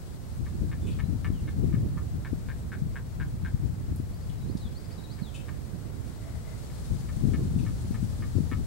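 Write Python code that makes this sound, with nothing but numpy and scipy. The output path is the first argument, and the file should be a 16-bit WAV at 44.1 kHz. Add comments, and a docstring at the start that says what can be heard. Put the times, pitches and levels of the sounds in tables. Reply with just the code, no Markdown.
"""Heron chicks on a windy day

Two heron chicks beg in a treetop nest and knock their bills. Each dry 'kek' is a quick
rattle of slaps in the voice box that sets the throat ringing. Wind buffets the two
microphones, and a breeze swells in the leaves. Far off a songbird sings sliding notes
and other birds rasp and honk; the recorder's electronics whine thinly."""
import sys
import numpy as np
from scipy import signal
from scipy.fft import rfft, irfft
from scipy.io import wavfile
from scipy.ndimage import uniform_filter1d

SR = 44100
rng = np.random.default_rng(int(sys.argv[2]) if len(sys.argv) > 2 else 0)


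def output_pcm(signal):
    """Save a mono or channel-first signal as 16-bit PCM at the path in sys.argv[1].

    Samples are clipped to [-1, 1] before scaling.
    """
    pcm = np.clip(np.atleast_2d(signal).T, -1, 1) * 32767
    wavfile.write(sys.argv[1], SR, np.round(pcm).astype(np.int16))


N = 381906
TIME = np.arange(N) / SR


def gain_of(db):
    """Turns decibels into a number to multiply a sound by."""
    return 10 ** (np.asarray(db) / 20)


def unit_level(x):
    """Scales a signal so that its average power is 1."""
    return x / np.sqrt(np.mean(x ** 2) + 1e-20)


def curve(rows):
    """Joins (time_s, value) points with straight lines, giving one value per sample."""
    return np.interp(TIME, *np.transpose(rows))


def add(mix, start_s, sound):
    """Mixes a sound in at the given time."""
    part = mix[max(round(start_s * SR), 0):][:len(sound)]
    part += sound[:len(part)]


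def panned(left_db):
    """Left and right gains that make the left side louder by left_db."""
    ratio = gain_of(np.atleast_1d(left_db))
    return np.array([ratio, np.ones_like(ratio)]) * np.sqrt(2 / (1 + ratio ** 2))


def noise(spectrum):
    """Two unrelated channels of noise with the given balance of low and high pitches."""
    hz, db = np.transpose(spectrum)
    colour = gain_of(np.interp(np.log(np.fft.rfftfreq(N, 1 / SR) + 1), np.log(hz), db))
    return unit_level(irfft(rfft(rng.standard_normal((2, N))) * colour, N))


def drift(hz):
    """A smooth random wobble; a higher hz makes it quicker."""
    keep_slow = np.exp(-(np.fft.rfftfreq(N, 1 / SR) / hz) ** 2)
    return unit_level(irfft(rfft(rng.standard_normal(N)) * keep_slow, N))


def band(x, low_hz, high_hz, order=2):
    """Keeps the part of a sound between two pitches."""
    edges_hz = [low_hz, min(high_hz, SR / 2 - 1)]
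    return signal.sosfilt(signal.butter(order, edges_hz, "band", fs=SR, output="sos"), x)


def ring(x, hz, width_hz, soft_start=False):
    """Makes a sound ring at one pitch; a smaller width rings for longer."""
    t = np.arange(SR // 25) / SR
    response = np.exp(-np.pi * width_hz * t) * np.sin(2 * np.pi * hz * t)
    if soft_start:
        response *= t
    return unit_level(signal.fftconvolve(x, response)[:len(x)])


def woods(x, echo_db, fade_s, left_db):
    """Tree trunks scatter a thin echo to each side; it falls 60 dB in fade_s."""
    t = np.arange(SR) / SR
    bounces = rng.standard_normal((2, SR)) * (rng.random((2, SR)) < .1)
    bounces *= gain_of(-60 * t / fade_s)
    echo = signal.fftconvolve(x[None], bounces / np.linalg.norm(bounces[0]), axes=1)[:, :N]
    return panned(left_db) * (x + gain_of(echo_db) * echo)


# The tones of the whine: pitch_hz, left_db, right_db
WHINE_TONES = [(8253, -82, -89), (11746, -83, -90), (11806, -79, -88), (11962, -72, -77), (15735, -84, -71),
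               (15747, -90, -79)]
def whine(wobble_hz=3):
    """The electronics give off thin, slightly unsteady tones."""
    out = np.zeros((2, N))
    for pitch_hz, left_db, right_db in WHINE_TONES:
        cycles = np.cumsum(pitch_hz + wobble_hz * drift(hz=15)) / SR
        out += gain_of([[left_db], [right_db]]) * unit_level(np.sin(2 * np.pi * cycles))
    return out


# The tone of the far rumble: pitch_hz, strength_db
RUMBLE_TONE = [(20, 3.5), (150, 8), (420, 1), (580, -3.5), (720, -6), (950, -10), (1300, -12.5),
               (2000, -16.5), (3500, -26), (8000, -34.5)]
# How that rumble swells: time_s, level_db
RUMBLE_SWELL = [(0, -48), (2.4, -46.5), (3.3, -48), (4.2, -47), (5.3, -46), (5.7, -46.5), (6.3, -46.5),
                (6.8, -47), (8, -47.5), (8.66, -46.5)]
# The tone of the hissing leaves: pitch_hz, strength_db
LEAF_TONE = [(500, 11.5), (2500, -2), (4300, 3), (6200, 0.5), (8000, 2.5), (10000, -1), (12000, -6),
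             (13500, -8.5), (16000, -33)]
# How the breeze swells in them: time_s, level_db
LEAF_SWELL = [(0, -55.5), (1.5, -56), (3, -57), (4.3, -56.5), (5.9, -55.5), (6.4, -54), (6.85, -51),
              (7.4, -52), (8.1, -51), (8.66, -53)]
def countryside(crossfeed=0.059, flutter_db=0.64):
    """The land rumbles far away while a breeze makes the leaves hiss."""
    rumble, leaves = noise(RUMBLE_TONE), noise(LEAF_TONE)
    rumble = unit_level(rumble + crossfeed * rumble[::-1])  # each side gets a little of the other
    rumble *= gain_of(curve(RUMBLE_SWELL) + 0.34 * drift(hz=11))
    leaves *= gain_of(curve(LEAF_SWELL) + flutter_db * drift(hz=25))
    return rumble * panned(left_db=4) + leaves * panned(left_db=4.5)


def hoarse_calls(calls, throat):
    """Bursts of breath ring a bird's throat; pitch_factor shifts all its pitches together."""
    out = np.zeros(N)
    for start_s, length_s, level_db, pitch_factor in calls:
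        count = int(length_s * SR)
        breath = rng.standard_normal(count) * signal.windows.tukey(count, .5)
        breath = np.pad(breath, (0, count // 2))  # room to ring on
        voice = sum(gain_of(db) * ring(breath, hz * pitch_factor, width_hz, soft_start=True)
                    for hz, width_hz, db in throat)
        add(out, start_s, gain_of(level_db) * unit_level(voice))
    return out


# Harsh rasps and faint honks: start_s, length_s, level_db, pitch_factor
RASP_CALLS = [(.858, 0.042, -57.5, 0.97), (.90, 0.024, -61, 1.2), (4.29, 0.013, -61, 1.1),
              (5.338, 0.032, -53.5, 0.98), (7.585, 0.015, -58.5, 0.93)]
HONK_CALLS = [(6.17, 0.23, -65, 0.99), (6.42, 0.14, -63.5, 1)]
# Where each kind of throat rings: pitch_hz, width_hz, strength_db
RASP_THROAT = [(2760, 330, 7), (3036, 400, 7.5), (3630, 450, 3.5), (7700, 2700, 2.5), (9200, 2600, -4.5)]
HONK_THROAT = [(630, 140, 3.5), (1440, 390, -2), (2050, 290, -1)]
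def far_birds():
    """Birds rasp in other trees and honk from across the marsh."""
    rasps = woods(hoarse_calls(RASP_CALLS, RASP_THROAT), echo_db=3.5, fade_s=0.37, left_db=7)
    honks = woods(hoarse_calls(HONK_CALLS, HONK_THROAT), echo_db=5.0, fade_s=0.57, left_db=11)
    return rasps + honks


# The sliding notes of the song: start_s, length_s, from_hz, to_hz, level_db
SONG_NOTES = [(0.803, 0.14, 3630, 3340, -67), (1.02, .05, 3780, 4400, -68), (1.325, 0.087, 3450, 2680, -66),
              (4.126, 0.043, 4200, 5350, -67), (4.204, .045, 4240, 5300, -67),
              (4.365, 0.028, 3970, 3800, -70), (4.412, 0.035, 4080, 3750, -66),
              (4.477, 0.052, 3870, 5320, -64.5), (4.593, 0.1, 4460, 3220, -60),
              (4.748, 0.046, 3960, 5250, -59), (4.838, 0.028, 4350, 5350, -62),
              (4.91, 0.028, 4250, 5360, -59.5), (4.976, 0.03, 4100, 3750, -60),
              (5.035, 0.028, 4130, 3750, -57.5), (5.092, 0.053, 3780, 5350, -58),
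              (5.209, 0.097, 4560, 3130, -58.5)]
def songbird(sag=0.41, quaver=0.021):
    """A far bird whistles quavering slides: rising ones get steeper, falling ones flatten out."""
    out = np.zeros(N)
    waver = 1 + quaver * drift(hz=250)
    for start_s, length_s, from_hz, to_hz, level_db in SONG_NOTES:
        progress = np.linspace(0, 1, int(length_s * SR))
        slide_hz = to_hz - from_hz
        pitch_hz = from_hz + slide_hz * progress - sag * abs(slide_hz) * progress * (1 - progress)
        cycles = np.cumsum(pitch_hz * waver[int(start_s * SR):][:len(progress)]) / SR
        note = np.sin(2 * np.pi * cycles) * signal.windows.tukey(len(progress), .35)
        add(out, start_s, gain_of(level_db) * unit_level(note))
    return woods(out, echo_db=-3.0, fade_s=0.62, left_db=2.0)


# Steady wind on each microphone (the left is sheltered for a while): time_s, level_db
STEADY_LEFT = [(0, -41), (.33, -42), (.55, -37.5), (.78, -33), (1.07, -27.5), (1.46, -35.5), (1.75, -24.5),
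               (2.05, -37.5), (3.1, -35), (3.6, -34.5), (4.55, -37.5), (5.1, -48.5), (6.2, -44),
               (6.75, -39), (7.35, -25), (7.77, -32.5), (8.08, -28), (8.66, -32)]
STEADY_RIGHT = [(0, -39.5), (.7, -31), (1.05, -36.5), (1.8, -27.5), (2.4, -35.5), (2.8, -33), (3.1, -35.5),
                (3.95, -31.5), (4.33, -39.5), (5.3, -34), (5.7, -32.5), (6.4, -37.5), (7.1, -35),
                (7.45, -29), (7.95, -34), (8.66, -33)]
# Short gusts: peak_s, length_s, level_db, side (0 left, 1 right)
WIND_GUSTS = [(0.413, 0.054, -26, 0), (0.623, 0.088, -23.5, 0), (0.869, 0.11, -28, 1),
              (1.102, 0.066, -25.5, 0), (1.3, 0.15, -26, 0), (1.612, .11, -21.5, 0), (2.144, .06, -27.5, 0),
              (2.328, 0.04, -26, 0), (2.493, 0.086, -27, 0), (2.853, 0.11, -30, 0), (3.21, 0.04, -28, 0),
              (3.252, 0.041, -30, 1), (3.34, 0.037, -30.5, 1), (3.426, .06, -29, 0),
              (3.647, 0.085, -23.5, 0), (3.783, 0.039, -29, 1), (3.907, 0.055, -26.5, 0),
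              (3.992, 0.061, -31.5, 0), (4.306, 0.13, -30.5, 0), (4.472, 0.12, -28.5, 1),
              (4.643, 0.045, -30, 0), (6.36, 0.073, -33, 0), (6.918, 0.053, -24, 0), (7.248, 0.073, -22, 0),
              (7.59, 0.16, -24.5, 0), (8.377, 0.079, -23.5, 0), (8.577, 0.081, -25.5, 0)]
def wind_level(side, rise_share=0.34):
    """Wind level in dB on one side: gusts build fast and ebb slowly on top of the steady wind."""
    power = gain_of(curve((STEADY_LEFT, STEADY_RIGHT)[side])) ** 2
    for peak_s, length_s, level_db, gust_side in WIND_GUSTS:
        if gust_side == side:
            t = np.arange(-2 * length_s, 2 * length_s, 1 / SR)
            slope_s = length_s * np.where(t < 0, rise_share, 1 - rise_share)
            swell = np.exp(-(t / slope_s) ** 2)
            add(power, peak_s + t[0], gain_of(level_db) ** 2 * swell)
    return 10 * np.log10(power)


# The tone of wind on a microphone: pitch_hz, strength_db
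WIND_TONE = [(12, -39), (28, -17.5), (50, -1), (85, 1.5), (125, -1), (200, -9.5), (300, -17), (450, -36),
             (700, -57), (1500, -73), (4000, -100)]
def wind(usual_left_db=-26, usual_right_db=-33, bend_hz=80, stretch_per_db=0.0313, steadiness=0.88):
    """Air swirls at each microphone; harder gusts add smaller swirls, so the rumble reaches higher."""
    level_db = np.array([wind_level(side) + 1.61 * drift(hz=20) for side in (0, 1)])
    hz, slice_s, slices = signal.stft(rng.standard_normal((2, N)), SR, nperseg=2048, noverlap=1536)
    slice_samples = np.minimum((slice_s * SR).astype(int), N - 1)
    extra_db = (level_db - [[usual_left_db], [usual_right_db]])[:, None, slice_samples]
    octaves = np.log2((hz[:, None] + 1) / bend_hz)
    # Only the pitches above bend_hz stretch with the wind.
    octaves = np.minimum(octaves, 0) + np.maximum(octaves, 0) * np.exp(-stretch_per_db * extra_db)
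    tone_hz, tone_db = np.transpose(WIND_TONE)
    colour = gain_of(np.interp(octaves, np.log2(tone_hz / bend_hz), tone_db))
    rumble = signal.istft(slices * colour, SR, nperseg=2048, noverlap=1536)[1][:, :N]
    # Even out chance swells, so that the gusts set the loudness.
    local_power = uniform_filter1d(rumble ** 2, size=2200, axis=1) + 1e-20
    return gain_of(level_db) * unit_level(rumble / local_power ** (steadiness / 2))


# Single thumps of wind: middle_s, peak_db, pitch_hz, side (0 left, 1 right)
WIND_THUMPS = [(0.622, -22, 120, 0), (1.04, -15, 111, 0), (1.304, -16, 205, 0), (1.744, -12, 161, 0),
               (2.333, -16, 240, 0), (2.823, -15.5, 146, 0), (3.547, -13, 116, 0), (3.925, -22, 234, 1),
               (4.001, -22, 250, 0), (4.50, -21, 250, 1), (4.554, -17, 188, 1), (5.223, -17.5, 148, 1),
               (6.918, -20, 108, 0), (7.254, -13, 188, 0), (7.285, -14, 204, 0), (7.564, -13, 169, 0),
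               (7.91, -16, 184, 0), (8.03, -15, 176, 0), (8.355, -17.5, 214, 0), (8.385, -17, 278, 0),
               (8.406, -13.5, 161, 0), (8.522, -20.5, 262, 0)]
def thumps(fade_cycles=0.38):
    """A swirl of air hits one microphone with a single pull and push."""
    out = np.zeros((2, N))
    t = np.arange(-SR // 20, SR // 20) / SR
    for middle_s, peak_db, pitch_hz, side in WIND_THUMPS:
        push = np.sin(2 * np.pi * pitch_hz * t) * np.exp(-np.hypot(pitch_hz * t, .15) / fade_cycles)
        add(out[side], middle_s + t[0], gain_of(peak_db) * push / push.max())
    return out


# Small knocks: start_s, level_db, pitch_hz, fade_s (time to fall 60 dB)
BILL_KNOCKS = [(3.961, -51, 10000, 0.029), (4.143, -59, 13000, .04), (4.571, -48, 4470, 0.058),
               (4.575, -56, 8750, .05), (4.903, -56, 2360, 0.071), (6.865, -57, 9000, .03)]
def knocks(spread=1.24):
    """Bills and twigs knock, each making a dry snap of noise that dies fast."""
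    out = np.zeros(N)
    t = np.arange(SR // 10) / SR
    for start_s, level_db, pitch_hz, fade_s in BILL_KNOCKS:
        snap = unit_level(band(rng.standard_normal(len(t)), pitch_hz / spread, pitch_hz * spread))
        add(out, start_s, gain_of(level_db - 60 * t / fade_s) * snap)
    return woods(out, echo_db=-1, fade_s=0.27, left_db=3)


def rattle(length_s, slaps_per_s=155, jitter=.14, loudest_share=.27, puff_size=.33, puff_fade_s=.004):
    """The voice box makes a few uneven slaps, strongest early on; air puffs out after each."""
    t = np.arange(int(length_s * SR) + SR // 30) / SR
    gap_luck, size_luck = rng.standard_normal((2, 12))
    hiss = rng.standard_normal(SR // 5)[:len(t)]
    gaps_s = np.maximum(1 + jitter * gap_luck, .1) / slaps_per_s
    slaps = np.zeros(len(t))
    for slap_s, luck_db in zip(np.cumsum(gaps_s) - gaps_s[0], 2.4 * size_luck):
        if slap_s < length_s:
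            drop_db = 24 * (slap_s / length_s - loudest_share) ** 2
            push = gain_of(luck_db - drop_db)
            puff = hiss * (t >= slap_s) * np.exp(-abs(t - slap_s) / puff_fade_s)
            slaps += push * puff_size * puff / np.linalg.norm(puff)
            add(slaps, slap_s, np.array([push]))
    return slaps


# Where a chick's throat rings, with the bill open narrowly or wide:
# narrow_hz, wide_hz, width_hz, narrow_db, wide_db
CHICK_THROAT = [(1030, 1288, 136, -1, -0.5), (1587, 1730, 96, 14.5, -15), (1723, 1794, 89, 0, 0.5),
                (2150, 2195, 84, -4, -0.5), (2760, 2810, 98, -25, -11), (3320, 3660, 630, -16, -20)]
def kek(opening, length_s, treble_db_per_octave):
    """One call: the rattle rings the throat, which is tuned by how far the bill opens."""
    slaps = rattle(length_s)
    voice = np.zeros(len(slaps))
    for narrow_hz, wide_hz, width_hz, narrow_db, wide_db in CHICK_THROAT:
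        hz = narrow_hz + opening * (wide_hz - narrow_hz)
        db = narrow_db + opening * (wide_db - narrow_db) + treble_db_per_octave * np.log2(hz / 1000)
        voice += gain_of(db) * ring(slaps, hz, width_hz)  # each slap rings on into the next
    return unit_level(band(voice, low_hz=970, high_hz=3930, order=3))


# The begging calls: start_s, level_db, opening (0 narrow, 1 wide), length_s, treble_db_per_octave
BEGGING_CALLS = [(0.459, -57.5, 0.62, 0.029, -3), (0.716, -51.5, 0.61, 0.027, 2),
                 (0.989, -49, 0.76, 0.026, 0), (1.246, -46.5, 0.92, 0.032, 2),
                 (1.474, -53.5, 0.61, 0.039, 11), (1.728, -55, 0.83, 0.033, -1),
                 (1.973, -52.5, 0.66, 0.021, -20), (2.249, -49, 0.32, 0.032, 3),
                 (2.487, -50, 0.32, 0.043, 3), (2.719, -47.5, 0.15, 0.039, 5),
                 (2.957, -47, 0.15, 0.039, -5), (3.2, -47, 0.11, 0.039, -2), (3.449, -47.5, 0.16, 0.037, 5),
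                 (5.184, -59.5, 0.74, 0.035, 8), (5.484, -51.5, 0.56, 0.019, -2),
                 (6.701, -64.5, 1, 0.044, 9), (7.088, -55.5, 0.99, 0.021, -7), (7.336, -51, 1, 0.026, 2),
                 (7.664, -55, 1, 0.029, -1), (7.944, -54, 0.89, 0.024, -5), (8.223, -52, 0.74, 0.024, -4),
                 (8.515, -45.5, 0.95, 0.028, -6)]
def chicks():
    """The chicks beg in runs of keks that echo briefly among the trees."""
    out = np.zeros(N)
    for start_s, level_db, *shape in BEGGING_CALLS:
        add(out, start_s, gain_of(level_db) * kek(*shape))
    return woods(out, echo_db=-5.5, fade_s=0.17, left_db=4.0)


def scene():
    """Birds, wind, countryside and whine, all heard together."""
    return chicks() + songbird() + far_birds() + knocks() + wind() + thumps() + countryside() + whine()


def record(dry):
    """The recorder cuts off the very highest treble."""
    treble_cut = signal.firwin(1023, cutoff=15900, window=("kaiser", 9), fs=SR)
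    return signal.oaconvolve(dry, treble_cut[None], "same")


dry = scene()
out = record(dry)
output_pcm(out)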